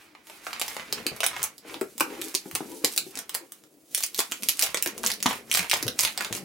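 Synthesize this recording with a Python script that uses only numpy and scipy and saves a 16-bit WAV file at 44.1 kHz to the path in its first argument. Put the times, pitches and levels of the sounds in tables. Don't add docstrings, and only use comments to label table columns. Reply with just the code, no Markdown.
import sys
import numpy as np
from scipy import signal
from scipy.fft import rfft, irfft, next_fast_len
from scipy.io import wavfile
from scipy.ndimage import map_coordinates

SR = 44100
rng = np.random.default_rng(int(sys.argv[2]) if len(sys.argv) > 2 else 0)


def output_pcm(signal):
    pcm = np.clip(np.atleast_2d(signal).T, -1, 1) * 32767
    wavfile.write(sys.argv[1], SR, np.round(pcm).astype(np.int16))


N = 284004


def amp(db):
    return 10 ** (np.asarray(db) / 20)


def unit_rms(x):
    return x / np.sqrt(np.mean(x ** 2) + 1e-20)


def along(points, hz):
    freqs, values = np.transpose(points)
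    return np.interp(np.log(hz + 1), np.log(freqs + 1), values)


def filtered(x, response):
    size = next_fast_len(x.shape[-1] + 8192)
    return irfft(rfft(x, size) * response(np.fft.rfftfreq(size, 1 / SR)), size)[..., :x.shape[-1]]


def wobble(rate):
    return map_coordinates(rng.standard_normal(int(N * rate / SR) + 4), [np.arange(N) * rate / SR])


def swells(rest_db, start, held, db, rise_db_per_s, fall_db_per_s):
    hop = 32
    age = np.arange(0, N, hop) / SR - start[:, None]
    released = np.maximum(age - held[:, None], 0)
    moves_db = db[:, None] + rise_db_per_s * np.minimum(age, 0) - fall_db_per_s * released
    return np.maximum(rest_db, np.repeat(moves_db.max(axis=0), hop)[:N])


# frequency in Hz, left-right correlation.
DIFFUSE_LIKENESS = [(200, 0.89), (700, 0.73), (1500, 0.076), (4000, 0.14), (12000, 0.39)]
def diffuse(pair):
    angle = lambda hz: np.arccos(np.clip(along(DIFFUSE_LIKENESS, hz), -1, 1)) / 2
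    mid, side = filtered(pair, lambda hz: np.array([np.cos(angle(hz)), np.sin(angle(hz))]))
    return np.array([mid + side, mid - side])


# frequency in Hz, gain in dB.
ROOM_TONE_EQ = [(15, -71), (25, -35), (229, -27.5), (309, -2), (394, -15.5), (14800, -49.5), (16000, -22)]
def room_tone():
    noise = diffuse(rng.standard_normal((2, N)))
    return amp(-61) * unit_rms(filtered(noise, lambda hz: amp(along(ROOM_TONE_EQ, hz))))


def crinkle(eq, rate, spread_db):
    clumps = amp(3.5 * wobble(30))
    fires = rng.random(N) < rate * clumps / SR
    sizes = amp(spread_db * np.minimum(rng.exponential(size=N), 2.8)) * rng.standard_normal(N)
    return unit_rms(filtered(fires * sizes, lambda hz: amp(along(eq, hz))))


def rustle(level_db, eq, gentle_db):
    firmness = np.clip((level_db - gentle_db) / 18, 0, 1)
    grains = crinkle(eq, rate=600, spread_db=4.5)
    slide = crinkle(eq, rate=7000, spread_db=0.5)
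    return amp(level_db) * (np.sqrt(firmness) * grains + np.sqrt(1 - firmness) * slide)


# frequency in Hz, gain in dB.
FINE_EQ = [(1200, -25), (2800, -3), (6000, 1.5), (11000, 3), (16000, -3.5)]
FOLD_EQ = [(250, 2), (600, 2.5), (1300, 7), (2400, 4), (7000, -6), (16000, -47.5)]
# time in seconds, crinkle level in dB, fold level in dB.
FILM_SHIFTS = [(0, -61, -54.5), (.15, -75, -69), (.5, -56.5, -52), (1.15, -58, -51), (1.63, -68, -75),
               (1.8, -58, -73), (1.95, -56.5, -67), (2.45, -53, -66), (2.65, -51.5, -57), (2.81, -61, -75),
               (3.05, -48.5, -72), (3.27, -65, -70), (3.6, -62.5, -73), (3.75, -69.5, -96),
               (4.099, -54, -70), (4.75, -56.5, -53), (5.45, -64.5, -65), (6.44, -59.5, -63)]
# time of full speed in seconds, hold in seconds, crinkle level in dB, fold level in dB.
FILM_PULLS = [(.28, 0.1, -56.5, -58), (.45, 0.051, -49.5, -56), (.55, 0.0087, -56, -46.5),
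              (.65, 0.09, -45, -47.5), (.79, .02, -53.5, -45), (0.979, 0.0041, -49.5, -42),
              (1.3, 0.06, -51, -45.5), (1.36, 0.069, -51.5, -44.5), (1.68, 0.069, -51.5, -49.5),
              (2.099, 0.084, -53, -49.5), (2.25, 0.052, -42.5, -54), (2.72, .05, -44.5, -69),
              (2.84, 0.08, -43, -56.5), (3.171, 0.016, -55.5, -48), (3.34, .02, -50.5, -52.5),
              (3.94, 0.073, -43.5, -62.5), (4.19, 0.011, -35.5, -48.5), (4.32, .01, -43, -54),
              (4.439, 0.13, -43, -73), (4.641, 0.0089, -35, -35), (4.869, 0.0098, -47.5, -54.5),
              (5.07, 0.012, -36.5, -42.5), (5.301, 0.022, -40.5, -37.5), (5.572, 0.017, -33.5, -32),
              (5.749, 0.017, -38.5, -37), (6.031, 0.007, -30, -38), (6.219, 0.014, -40.5, -36.5),
              (6.34, 0.034, -44.5, -50)]
def film_rustle():
    now = np.arange(N) / SR
    shift_times, fine_rest_db, fold_rest_db = np.transpose(FILM_SHIFTS)
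    start, held, fine_db, fold_db = np.transpose(FILM_PULLS)

    def ride(rest_db, pull_db):
        floor_db = np.interp(now, shift_times, rest_db)
        return swells(floor_db, start, held, pull_db, rise_db_per_s=288.5, fall_db_per_s=212.5)

    fine = rustle(ride(fine_rest_db, fine_db), FINE_EQ, gentle_db=-58.5)
    folds = rustle(ride(fold_rest_db, fold_db), FOLD_EQ, gentle_db=-59.0)
    return fine + folds


def bursts(start, db, hz, width, half_power_s, samples):
    age = np.arange(samples) / SR
    flutter_db = -3 * age / np.reshape(half_power_s, (-1, 1))
    kick = 0.5 * amp(flutter_db) * rng.standard_normal((len(start), samples))
    kick[:, 0] = 1
    u = 1j * np.fft.rfftfreq(2 * samples, 1 / SR) / hz[:, None]
    resonance = u * width / (1 + u * width + u * u)
    radiation = (u / (u + 0.18)) ** 2 / (1 + 0.37 * u)
    hits = irfft(rfft(kick, 2 * samples) * resonance * radiation)[:, :samples]
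    hits *= amp(db)[:, None] / np.abs(hits).max(axis=1, keepdims=True)
    positions = np.round(start * SR).astype(int)[:, None] + np.arange(samples)
    return np.bincount(positions.ravel(), hits.ravel(), N + samples)[:N]


# start in seconds, level in dB, pitch in Hz, body in dB over the crack.
CREASE_SNAPS = [(.1505, -44, 1890, 7), (.2704, -33.5, 5530, -15), (.2987, -31.5, 4250, -4),
                (0.4672, -25, 2060, 4.5), (0.5309, -19.5, 3600, -6.5), (.5971, -15.5, 6500, -16),
                (0.6147, -6.5, 6000, -14.5), (0.62, -13.5, 7450, -39), (.681, -17, 4800, -14),
                (0.7666, -20, 3880, 2), (.9261, -8, 5650, -14.5), (1.0662, -10, 5400, -22),
                (1.164, -25, 8400, -12), (1.205, -10, 3860, -10), (1.2329, -10.5, 2430, -6),
                (1.241, -10.5, 6400, -7), (1.2642, -2, 8800, -19.5), (1.365, -26, 2970, 3),
                (1.4197, -23, 5630, -1), (1.43, -8, 11300, -25), (1.4397, -7, 9400, -17),
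                (1.581, -30, 6850, -19), (1.743, -24, 3620, -3.5), (1.8122, -17, 8100, -9),
                (1.98, -15.5, 8950, -23), (1.999, -14.5, 7100, -18), (2.0071, -6, 7700, -3),
                (2.2152, -16, 7900, -41), (2.219, -18.5, 3870, -14), (2.3432, -16, 5730, -12),
                (2.3504, 0, 7900, -50.5), (2.5124, -24.5, 6570, -9), (2.552, -8, 7400, -16.5),
                (2.5559, -12.5, 6300, -8.5), (2.8464, -1.5, 5830, -18.5), (2.9254, -20.5, 8050, -19),
                (2.9629, -14.5, 9700, -25), (2.9773, -3, 7500, -27), (3.155, -20, 5600, -35),
                (3.1738, -15, 4800, -20), (3.1897, -16, 5600, -10.5), (3.2944, -15, 6800, -17),
                (3.3448, -16, 7200, -23), (3.349, -6.5, 10000, -15), (3.521, -20.5, 10300, -21),
                (3.638, -40, 6440, -5), (3.9481, 0, 9200, -44), (3.9764, -14.5, 9300, -21),
                (3.98, -13, 6400, -23), (3.9872, -15, 6800, -39), (4.006, -15.5, 8250, -17),
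                (4.0265, -13, 9300, -37.5), (4.034, -13, 7450, -53), (4.0373, -4.5, 7660, -34),
                (4.064, -16, 10000, -35), (4.146, -11.5, 9100, -47.5), (4.1772, -18.5, 10900, -33),
                (4.191, -3.5, 4720, -14.5), (4.2038, -8.5, 8500, -12), (4.3208, -10, 4150, -33),
                (4.4238, -20.5, 7600, -38), (4.4336, -8, 6850, -25), (4.4875, 2.5, 7850, -56),
                (4.4931, -4, 7050, -26), (4.5935, -1.5, 6400, -48), (4.5993, -10, 8000, -44),
                (4.613, -6.5, 6300, -37), (4.624, -3.5, 6900, -39), (4.6277, -7, 6760, -30),
                (4.6325, -8.5, 6700, -11.5), (4.6389, -5, 9100, -25), (4.664, -11, 6560, -31),
                (4.745, -9.5, 6200, -6.5), (4.7728, -8.5, 5240, -31), (4.8251, -3, 9200, -34),
                (4.861, -10.5, 4760, -13), (4.8743, -12.5, 6400, -16), (4.979, -18.5, 8100, -18),
                (5.0335, -14.5, 6160, -20), (5.0388, -21.5, 3370, 2), (5.0476, -14.5, 4900, -31),
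                (5.0515, -11.5, 6700, -33), (5.0633, -1, 7600, -41), (5.0726, -4.5, 8040, -32),
                (5.1027, -11.5, 4440, -13), (5.1168, -7.5, 7800, -24), (5.138, -15, 8700, -30.5),
                (5.204, -21.5, 4800, -29.5), (5.2275, -8, 5660, -24), (5.2593, -9.5, 3770, -0.5),
                (5.2636, -5.5, 4240, -12), (5.3094, -18.5, 3900, -0.5), (5.499, -26.5, 4970, -34),
                (5.5145, -6, 3940, -35), (5.527, -9, 6600, -26), (5.541, -5.5, 8200, -39),
                (5.5493, -5, 5600, -31), (5.5563, -6.5, 7600, -29.5), (5.573, -6, 5660, -13),
                (5.5934, -7, 4760, -18), (5.6978, -7.5, 6660, -40), (5.7137, -3, 3660, -22),
                (5.7321, -11, 3020, -4.5), (5.739, -5.5, 3830, -11.5), (5.8274, -8.5, 6150, -20.5),
                (5.8671, -17, 3500, -5.5), (5.8805, -9.5, 4870, -13.5), (5.988, -19.5, 8100, -41),
                (5.9914, -0.5, 4470, -53), (5.9969, -6, 4960, -17), (6.0081, -4, 6600, -36),
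                (6.033, -9, 8350, -17.5), (6.0502, -5, 2650, -13.5), (6.075, -11, 3100, -28),
                (6.1767, -9, 4400, -13.5), (6.2081, -13, 5940, -6), (6.2478, -14, 3600, -18),
                (6.327, -9.5, 3960, -20.5), (6.351, -14.5, 6000, -24.5), (6.3756, -22, 4700, -8.5)]
# time in seconds, factor on flutter length.
FLUTTER_SCALE = [(0, 1.3), (2.2, 1.26), (4.5, 0.84), (6.44, 0.65)]
def crease_snaps():
    start, db, hz, body_db = np.transpose(CREASE_SNAPS)
    scatter = rng.standard_normal((len(start), 2))
    flutter_ms = 0.39 + 0.005 * body_db
    flutter_ms *= np.interp(start, *np.transpose(FLUTTER_SCALE))
    flutter_ms = np.clip(flutter_ms, 0.05, 1) * np.exp(0.2 * scatter[:, 0])
    crack = bursts(start, db - 0.5, hz, width=1.79, half_power_s=flutter_ms / 1000, samples=384)
    body_hz = 950 * np.exp(0.15 * scatter[:, 1])
    body = bursts(start, db + body_db - 0.5, body_hz, width=1.0, half_power_s=0.00039, samples=512)
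    return crack + body


# start in seconds, level in dB, pitch in Hz.
SHEET_TUGS = [(0.93, -30.5, 356), (1.059, -28.5, 320), (1.117, -30.5, 322), (1.117, -37.5, 118),
              (1.65, -38, 308), (1.814, -19, 340), (2.006, -27, 302), (2.346, -31.5, 308),
              (2.457, -32.5, 317), (2.529, -39.5, 133), (2.606, -22.5, 320), (2.841, -20.5, 340),
              (3.065, -35, 306), (3.168, -36.5, 323), (4.187, -29, 340), (4.315, -33.5, 340),
              (4.422, -36, 213), (4.862, -27, 312), (5.257, -19, 301), (5.594, -31, 204), (5.827, -30, 302),
              (5.85, -31, 110), (6.303, -36, 313), (6.308, -33, 113)]
def tug_thuds():
    start, db, hz = np.transpose(SHEET_TUGS)
    return bursts(start, db + 0.5, hz, width=0.3, half_power_s=0.0012, samples=2048)


# frequency in Hz, gain in dB.
RUMBLE_EQ = [(18, -61), (30, -24.5), (108, -13), (214, -1.5), (443, -4.5), (800, -18), (1040, -74),
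             (1760, -120)]
# time in seconds, level in dB.
SHEET_SWAY = [(0, -72), (1.2, -57), (1.6, -64.5), (2.1, -57), (2.4, -67), (2.69, -56.5), (3.44, -66),
              (4.4, -65), (5.4, -52), (6.12, -61), (6.44, -50)]
# time of full level in seconds, hold in seconds, level in dB.
SHEET_JOLTS = [(.96, 0.0092, -44), (1.13, 0.009, -48), (4.44, 0.0061, -50.5), (4.95, 0.11, -45.5),
               (5.86, 0.013, -40.5), (6.33, 0.085, -46.5)]
def sheet_rumble():
    sway_db = np.interp(np.arange(N) / SR, *np.transpose(SHEET_SWAY))
    level_db = swells(sway_db, *np.transpose(SHEET_JOLTS), rise_db_per_s=220, fall_db_per_s=142)
    return amp(level_db) * crinkle(RUMBLE_EQ, rate=400, spread_db=2.0)


# pitch in Hz, bandwidth in Hz, gain in dB.
PANEL_MODES = [(328, 40, 2), (534, 60, -11), (784, 18, -11), (970, 23, -12)]
# time of full level in seconds, hold in seconds, level in dB.
FINGER_DRAGS = [(1.66, 0.11, -46.5), (2.04, 0.24, -44.5), (2.455, 0.067, -52), (2.63, .18, -48.5),
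                (2.88, .1, -55.5), (3.08, 0.022, -56), (3.38, 0.062, -52.5)]
def finger_drag():
    def panel(hz):
        return sum((-1) ** k * amp(db) * 1j * hz * width / (pitch ** 2 - hz ** 2 + 1j * hz * width)
                   for k, (pitch, width, db) in enumerate(PANEL_MODES))

    slips = rng.standard_normal(N) * amp(3.9 * wobble(40))
    level_db = swells(-120, *np.transpose(FINGER_DRAGS), rise_db_per_s=700, fall_db_per_s=400)
    return amp(level_db) * unit_rms(filtered(slips, panel))


# frequency in Hz, seconds to fall 60 dB.
ROOM_DECAY = [(300, 0.16), (1400, 0.23), (4000, 0.18), (12000, 0.12)]
# delay in seconds, spread in seconds, level in dB over the tail.
FURNITURE_ECHOES = [(.0045, 0.00026, 9.5), (0.011, 0.00043, 1)]
# frequency in Hz, gain in dB.
REVERB_EQ = [(250, -1.5), (700, -1), (2500, -0.5), (12000, -0.5)]
def room(x):
    block = SR // 16
    wet = np.zeros((2, N + SR))
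    for at in range(0, N, block):
        hz, t, noise = signal.stft(rng.standard_normal((2, SR // 2)), SR, nperseg=128)
        decay = amp(-60 * t / along(ROOM_DECAY, hz)[:, None])
        tail = signal.istft(noise * decay, SR, nperseg=128)[1]
        age = np.arange(tail.shape[1]) / SR
        fade_in = np.clip(age / 0.0012, 0, 1) ** 2
        echoes_db = sum(db * np.exp(-((age - delay) / spread) ** 2)
                        for delay, spread, db in FURNITURE_ECHOES)
        tail *= fade_in * amp(echoes_db)
        reverb = signal.fftconvolve(x[None, at:at + block], tail / np.linalg.norm(tail[0]), axes=1)
        wet[:, at:at + reverb.shape[1]] += reverb
    return x + filtered(diffuse(wet[:, :N]), lambda hz: amp(along(REVERB_EQ, hz)))


def scene():
    return room_tone() + room(crease_snaps() + film_rustle() + sheet_rumble() + tug_thuds() + finger_drag())


# frequency in Hz, left minus right in dB.
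MIC_BALANCE = [(100, 2.5), (400, 4.5), (1200, -0.5), (2500, -4), (12000, -1.2)]
def record(dry):
    low_cut_hz, lift_hz, lift_width_hz, top_hz = 70, 2300, 600, 15900

    def ports(hz):
        balance = amp(along(MIC_BALANCE, hz) * np.array([[0.5], [-0.5]]))
        damping = 1j * hz * lift_width_hz
        lift = 1 + 0.5 * damping / (lift_hz ** 2 - hz ** 2 + damping)
        low_cut = 1j * hz / (low_cut_hz + 1j * hz)
        return balance * lift * low_cut

    return filtered(filtered(dry, ports), lambda hz: hz < top_hz)


dry = scene()
out = record(dry)
output_pcm(out)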